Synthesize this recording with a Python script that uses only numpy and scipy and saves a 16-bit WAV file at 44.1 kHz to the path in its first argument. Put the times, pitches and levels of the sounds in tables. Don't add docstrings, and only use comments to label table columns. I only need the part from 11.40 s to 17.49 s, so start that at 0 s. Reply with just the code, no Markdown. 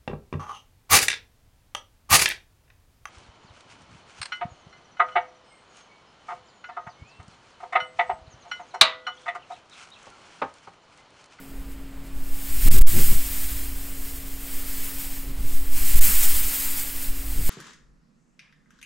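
import sys
import numpy as np
from scipy import signal
from scipy.fft import rfft, irfft, next_fast_len
from scipy.io import wavfile
from scipy.ndimage import uniform_filter1d, map_coordinates

SR = 44100
rng = np.random.default_rng(int(sys.argv[2]) if len(sys.argv) > 2 else 0)


def file_out(sig):
    cols = np.atleast_2d(sig).T
    lim = np.clip(cols, -1, 1)
    pcm = np.round(lim * 32767).astype(np.int16)
    wavfile.write(sys.argv[1], SR, pcm)


def ratio(d):
    e = np.asarray(d, float) / 20
    return 10 ** e


N = 268745

# time in seconds, strength in dB.
WIND = [(0, -51), (.25, -56), (.52, -59.5), (.78, -49.5), (1.14, -33.5), (1.25, -26), (1.6, -25.5),
        (1.83, -30.5), (2.05, -31.5), (2.4, -38.5), (2.96, -42), (3.15, -35), (3.5, -34.5), (4.3, -39),
        (4.38, -29), (4.78, -22), (5.25, -28), (5.85, -38)]
# time in seconds, strength in dB.
FLOW = [(0, -67), (.15, -38.5), (.65, -40), (.9, -38), (1.15, -36), (1.32, -15), (1.5, -26), (1.75, -23),
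        (1.85, -33.5), (2.15, -33), (2.6, -38.5), (3.8, -41), (4.15, -24.5), (4.85, -29), (5.15, -43),
        (5.55, -42), (5.95, -27.5), (6.09, -31)]
MIDDLE_DB = -35
# centre in Hz, width in Hz, depth in dB.
PORT = [(3800, 320, -1.5), (5770, 220, -3.5)]


def unit(x):
    return x / np.sqrt(np.mean(x ** 2) + 1e-20)


def curves(rows):
    s, *cols = np.transpose(rows)
    return [np.interp(np.arange(N) / SR, s, c) for c in cols]


def wobble(rate):
    knots = rng.standard_normal(200 + int(N * 60 / SR))
    return map_coordinates(knots, [np.arange(N) * rate / SR])


def bumps(s, size, half):
    t = np.arange(0, N / SR + .002, .001)
    bells = np.exp(-.5 * ((t - np.c_[s]) / np.c_[half]) ** 2)
    return np.interp(np.arange(N) / SR, t, size @ bells)


def patches(shape, bins, frames):
    field = uniform_filter1d(rng.standard_normal(shape), size=bins, axis=0)
    return unit(uniform_filter1d(field, size=frames, axis=1))


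def rush(spectrum, patchy_db=0.):
    z = signal.stft(rng.standard_normal(N + 512), nperseg=512)[2]
    gain = ratio(patchy_db * patches(z.shape, bins=8, frames=10))
    noise = signal.istft(z * gain, nperseg=512)[1]
    m = next_fast_len(N + 8192)
    f, level = np.transpose(spectrum)
    colour = np.interp(np.log(np.fft.rfftfreq(m, 1 / SR) + 0.088), np.log(f), level, left=-120)
    return unit(irfft(rfft(noise, m) * ratio(colour), m)[:N])


def even(x, span):
    power = np.abs(uniform_filter1d(x ** 2, size=int(span * SR)))
    return unit(x / np.sqrt(power + 0.056))


def far():
    # Hz, level in dB per Hz.
    far_colour = [(40, -3), (90, -17.5), (200, -3), (400, -10), (800, -12), (1300, -14.5), (2500, -18),
                  (4000, -23.5), (6000, -31), (8300, -24.5), (11000, -53), (16000, -31.5)]
    return ratio(-50 + 0.32 * wobble(3.5)) * rush(far_colour, patchy_db=0.05)


def machine():
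    # multiple of the shaft rate, level in dB.
    orders = [(3, -75), (4, -57), (5, -62), (8, -47), (9, -79), (10, -65), (12, -65.5), (13, -65),
              (15, -85), (16, -74), (17, -74)]
    shaft_hz = 34.01
    turn = 2 * np.pi * np.cumsum(shaft_hz + 0.018 * wobble(1.44)) / SR
    hum = 0
    for k, db in orders:
        level = ratio(db + 3 + .8 * wobble(3))
        hum = hum + level * np.sin(k * turn + rng.uniform(0, 2 * np.pi))
    return hum


def whistle():
    # start in seconds, end in seconds, pitch in Hz, level in dB, waver in Hz.
    gust_tones = [
        (1.6, 2.35, 4045, -56, 1),
        (1.9, 2.35, 4001, -57, 1),
        (2.6, 2.9, 4045, -64, 1),
        (3.8, 3.94, 14390, -52, 12),
        (3.75, 4.15, 4044, -62, 1),
        (5.15, 6.09, 4001, -61, 1),
    ]
    t, tones = np.arange(N) / SR, 0
    for start, end, hz, db, waver_hz in gust_tones:
        swell = np.sin(np.pi * np.clip((t - start) / (end - start), 0, 1)) ** .5
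        phase = 2 * np.pi * np.cumsum(hz + waver_hz * wobble(20)) / SR
        tones = tones + ratio(db) * swell * np.sin(phase)
    return tones


def leaves():
    # Hz, level in dB per Hz.
    hiss_colour = [(2000, -47), (3500, -11), (5200, -6.5), (6500, -3), (8300, 2.5), (10900, -1.5),
                   (13500, 5.5), (15000, 1.5), (15700, 6), (16500, -0.5)]
    rustle_colour = [(350, -19), (600, -15.5), (899, -11.5), (1360, -8.5), (2040, -4), (4030, -6.5),
                     (4500, -8.5), (5850, -6), (9900, -120)]
    # time in seconds, change in dB, half length in seconds.
    puffs = [(0.325, 6, 0.018), (.6, -3, .04), (0.673, 2, .015), (0.715, -7, 0.017), (.87, 0, .03),
             (.98, 2.5, .04), (1.334, 1.5, .015), (1.64, 2.5, 0.036), (2.32, -1.5, 0.029), (2.687, 2, .02),
             (2.882, 1.5, 0.014), (3.235, -4, 0.017), (3.413, 1.5, 0.066), (3.537, -1.5, 0.026),
             (3.61, 2.5, 0.018), (3.93, -11.5, 0.083), (4.11, 1.5, .04), (4.671, 5, 0.033), (4.73, 0, .02),
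             (4.835, 5, 0.014), (4.9, 2.5, 0.015), (5.04, -1, 0.027), (5.195, 1, 0.083), (5.4, 3.5, 0.021),
             (5.55, -1.5, 0.026), (5.628, 3.5, 0.018), (5.8, 1, 0.025), (5.993, 2, 0.068),
             (6.09, 6.5, 0.033)]
    wind_db, = curves(WIND)
    puff_db = bumps(*np.transpose(puffs)) + 0.55 * wobble(13) + 0.76 * wobble(45)
    rustle_db = -45 + 0.86 * (wind_db - MIDDLE_DB) + 0.73 * puff_db
    hiss = ratio(wind_db + puff_db) * rush(hiss_colour, patchy_db=0.56)
    return hiss + ratio(rustle_db) * rush(rustle_colour, patchy_db=0.34)


def buffet():
    # Hz, level in dB per Hz.
    thump_colour = [(12, -38), (22, 6.5), (50, 4.5), (80, -12.5), (130, -52.5)]
    flutter_colour = [(50, -15), (90, 1.5), (200, -9.5), (450, -27), (800, -46), (1500, -43)]
    crackle_colour = [(110, -12), (180, 3), (350, 0), (600, -15.5), (1000, -20)]
    # time in seconds, thump in dB, flutter in dB, half length in seconds.
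    eddies = [(0.192, -37, -51, .02), (0.387, -48, -56, 0.017), (0.722, -39, -48, 0.016),
              (.77, -36, -42, 0.02), (0.917, -30, -53, 0.017), (1.147, -30, -38.5, 0.033),
              (1.285, -28, -21.5, 0.026), (1.345, -11, -21, 0.061), (1.584, -29, -19, 0.031),
              (1.714, -15, -27.5, 0.035), (1.91, -34, -43, 0.026), (2.154, -30, -45, .03),
              (3.897, -27, -37, 0.025), (4.0, -28, -35.5, 0.02), (4.05, -28, -32, 0.013),
              (4.426, -21, -38, 0.028), (4.564, -8.5, -30, .025), (4.666, -21, -32, 0.043),
              (4.95, -27, -39, 0.026), (5.05, -29, -41, 0.027), (5.712, -36, -45, 0.033),
              (6, -44, -30.5, 0.031), (6.07, -32, -38, 0.036)]
    flow_db, = curves(FLOW)
    s, thumps_db, flutters_db, half = np.transpose(eddies)

    steady_power = ratio(1.852 * (flow_db - 3.5 + 1.4 * wobble(9.9)))
    thump_size = np.sqrt(steady_power + bumps(s, ratio(2 * thumps_db), 0.75 * half))
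    thump = thump_size * even(rush(thump_colour), span=0.104)

    calm_db = -47.5 + 0.23 * (flow_db - MIDDLE_DB) + wobble(12)
    flutter_db = 10 * np.log10(ratio(2 * calm_db) + bumps(s, ratio(2 * flutters_db), 0.78 * half))
    flutter = even(ratio(1.2 * wobble(49)) * rush(flutter_colour), span=0.075)

    crackle_db = -33.5 + 1.27 * (flutter_db + 22.0)
    crackle = even(ratio(15 * wobble(55)) * rush(crackle_colour), span=0.01)
    return thump, ratio(flutter_db - 6.0) * flutter + ratio(crackle_db) * crackle


def heave():
    # Hz, level in dB per Hz.
    swing_colour = [(1, 6), (3, 11.5), (6, 5.5), (12, -12), (20, 0.5), (30, -49.5)]
    wind_db, flow_db = curves(WIND)[0] - MIDDLE_DB, curves(FLOW)[0] - MIDDLE_DB
    return ratio(-28 + 0.42 * wind_db + .25 * flow_db) * even(rush(swing_colour), span=0.49)


def surges():
    # peak in seconds, pressure of full scale, rise in seconds, fall in seconds.
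    pushes = [(.782, -.09, .04, .006), (.822, .11, .02, .018), (.892, -.08, .025, .006),
              (.925, .16, .015, .025), (1.153, -.17, .03, .02), (1.241, .38, .006, .006),
              (1.265, -.55, .011, .009), (1.297, 1.08, .011, .013), (1.319, .22, .005, .009),
              (1.354, -.62, .013, .005), (1.371, -.72, .007, .009), (1.403, -1.35, .0085, .0095),
              (1.433, 1.3, .012, .030), (1.484, .25, .011, .008), (1.58, -.4, .025, .015),
              (1.632, .56, .018, .017), (1.71, -.6, .022, .008), (1.772, -.38, .015, .03),
              (4.063, .25, .02, .04), (4.155, -.35, .015, .05), (4.34, .3, .06, .03), (4.46, -.3, .04, .05),
              (4.553, -.6, .008, .016), (4.601, .5, .01, .007), (4.62, .5, .025, .035),
              (4.785, .28, .025, .03), (4.89, -.36, .04, .025), (5.7, -.21, .01, .012),
              (5.988, -.2, .008, .01), (6.065, .24, .015, .05)]
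    t, pressure = np.arange(N) / SR, 0
    for s, peak, rise, fall in pushes:
        pressure = pressure + peak * np.exp(-.5 * ((t - s) / np.where(t < s, rise, fall)) ** 2)
    return pressure


def swells():
    # time in seconds, pressure of full scale, half length in seconds.
    gentle = [
        (1.98, .12, .06),
        (3.16, .11, .03),
        (3.315, -.1, .035),
        (3.41, .1, .03),
        (4.99, .14, .04),
    ]
    return bumps(*np.transpose(gentle))


def wind():
    push = surges() + swells()
    thump, flutter = buffet()
    sweep = 1 + (uniform_filter1d(np.abs(push), size=2600) / .16) ** 2
    return push + (heave() + thump) / sweep + flutter


def housing(x):
    hz = np.fft.rfftfreq(N, 1 / SR)
    dips_db = sum(db * np.exp(-.5 * ((hz - centre) / width) ** 2) for centre, width, db in PORT)
    return irfft(rfft(x) * ratio(dips_db), N)


def gaps(x, share):
    hz, _, z = signal.stft(x, SR, nperseg=1024)
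    field = patches(z.shape, bins=3, frames=4)
    nearness = sum(np.exp(-.5 * ((hz - centre) / 450) ** 2) for centre, _, _ in PORT)
    kept = np.where(field < -3.2 + share * nearness[:, None], .03, 1)
    return signal.istft(z * kept, SR, nperseg=1024)[1][:N]


def split(mono):
    split_s = [.158, .367, .413, 1.249, 1.528, 1.528, 1.667, 1.853, 1.853, 1.969, 2.364, 2.364, 2.805,
               3.107, 3.107, 3.13, 3.293, 4.152, 4.152, 4.477, 4.477, 4.686, 4.709, 4.988, 5.336, 5.661,
               5.94]
    size = 2048
    side = np.zeros(N + size)
    hz = np.fft.rfftfreq(size, 1 / SR)
    window = signal.windows.kaiser_bessel_derived(size, 4 * np.pi)
    for s in split_s:
        at = round(s * SR) - size // 2
        low_hz, width_hz = rng.uniform(5000, 14900), rng.uniform(900, 2000)
        band = rfft(mono[at:at + size]) * ((hz > low_hz) & (hz < low_hz + width_hz))
        scrambled = irfft(band * np.exp(2j * np.pi * rng.random(len(hz))))
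        side[at:at + size] += ratio(-3.0) * window ** 2 * scrambled
    return side[:N]


def scene():
    return np.tile(far() + machine() + whistle() + leaves() + wind(), (2, 1))


def low_pass(x):
    return signal.sosfilt(signal.butter(12, 16520, fs=SR, output="sos"), x)


def record(dry):
    full, top_hz = .707, 15770
    flat = np.clip(gaps(housing(dry[0]), share=2.2), -full, full)
    pair = flat + [[1], [-1]] * split(flat)
    pair = irfft(rfft(pair) * (np.fft.rfftfreq(N, 1 / SR) < top_hz), N)
    return low_pass(pair)


dry = scene()
out = record(dry)
file_out(out)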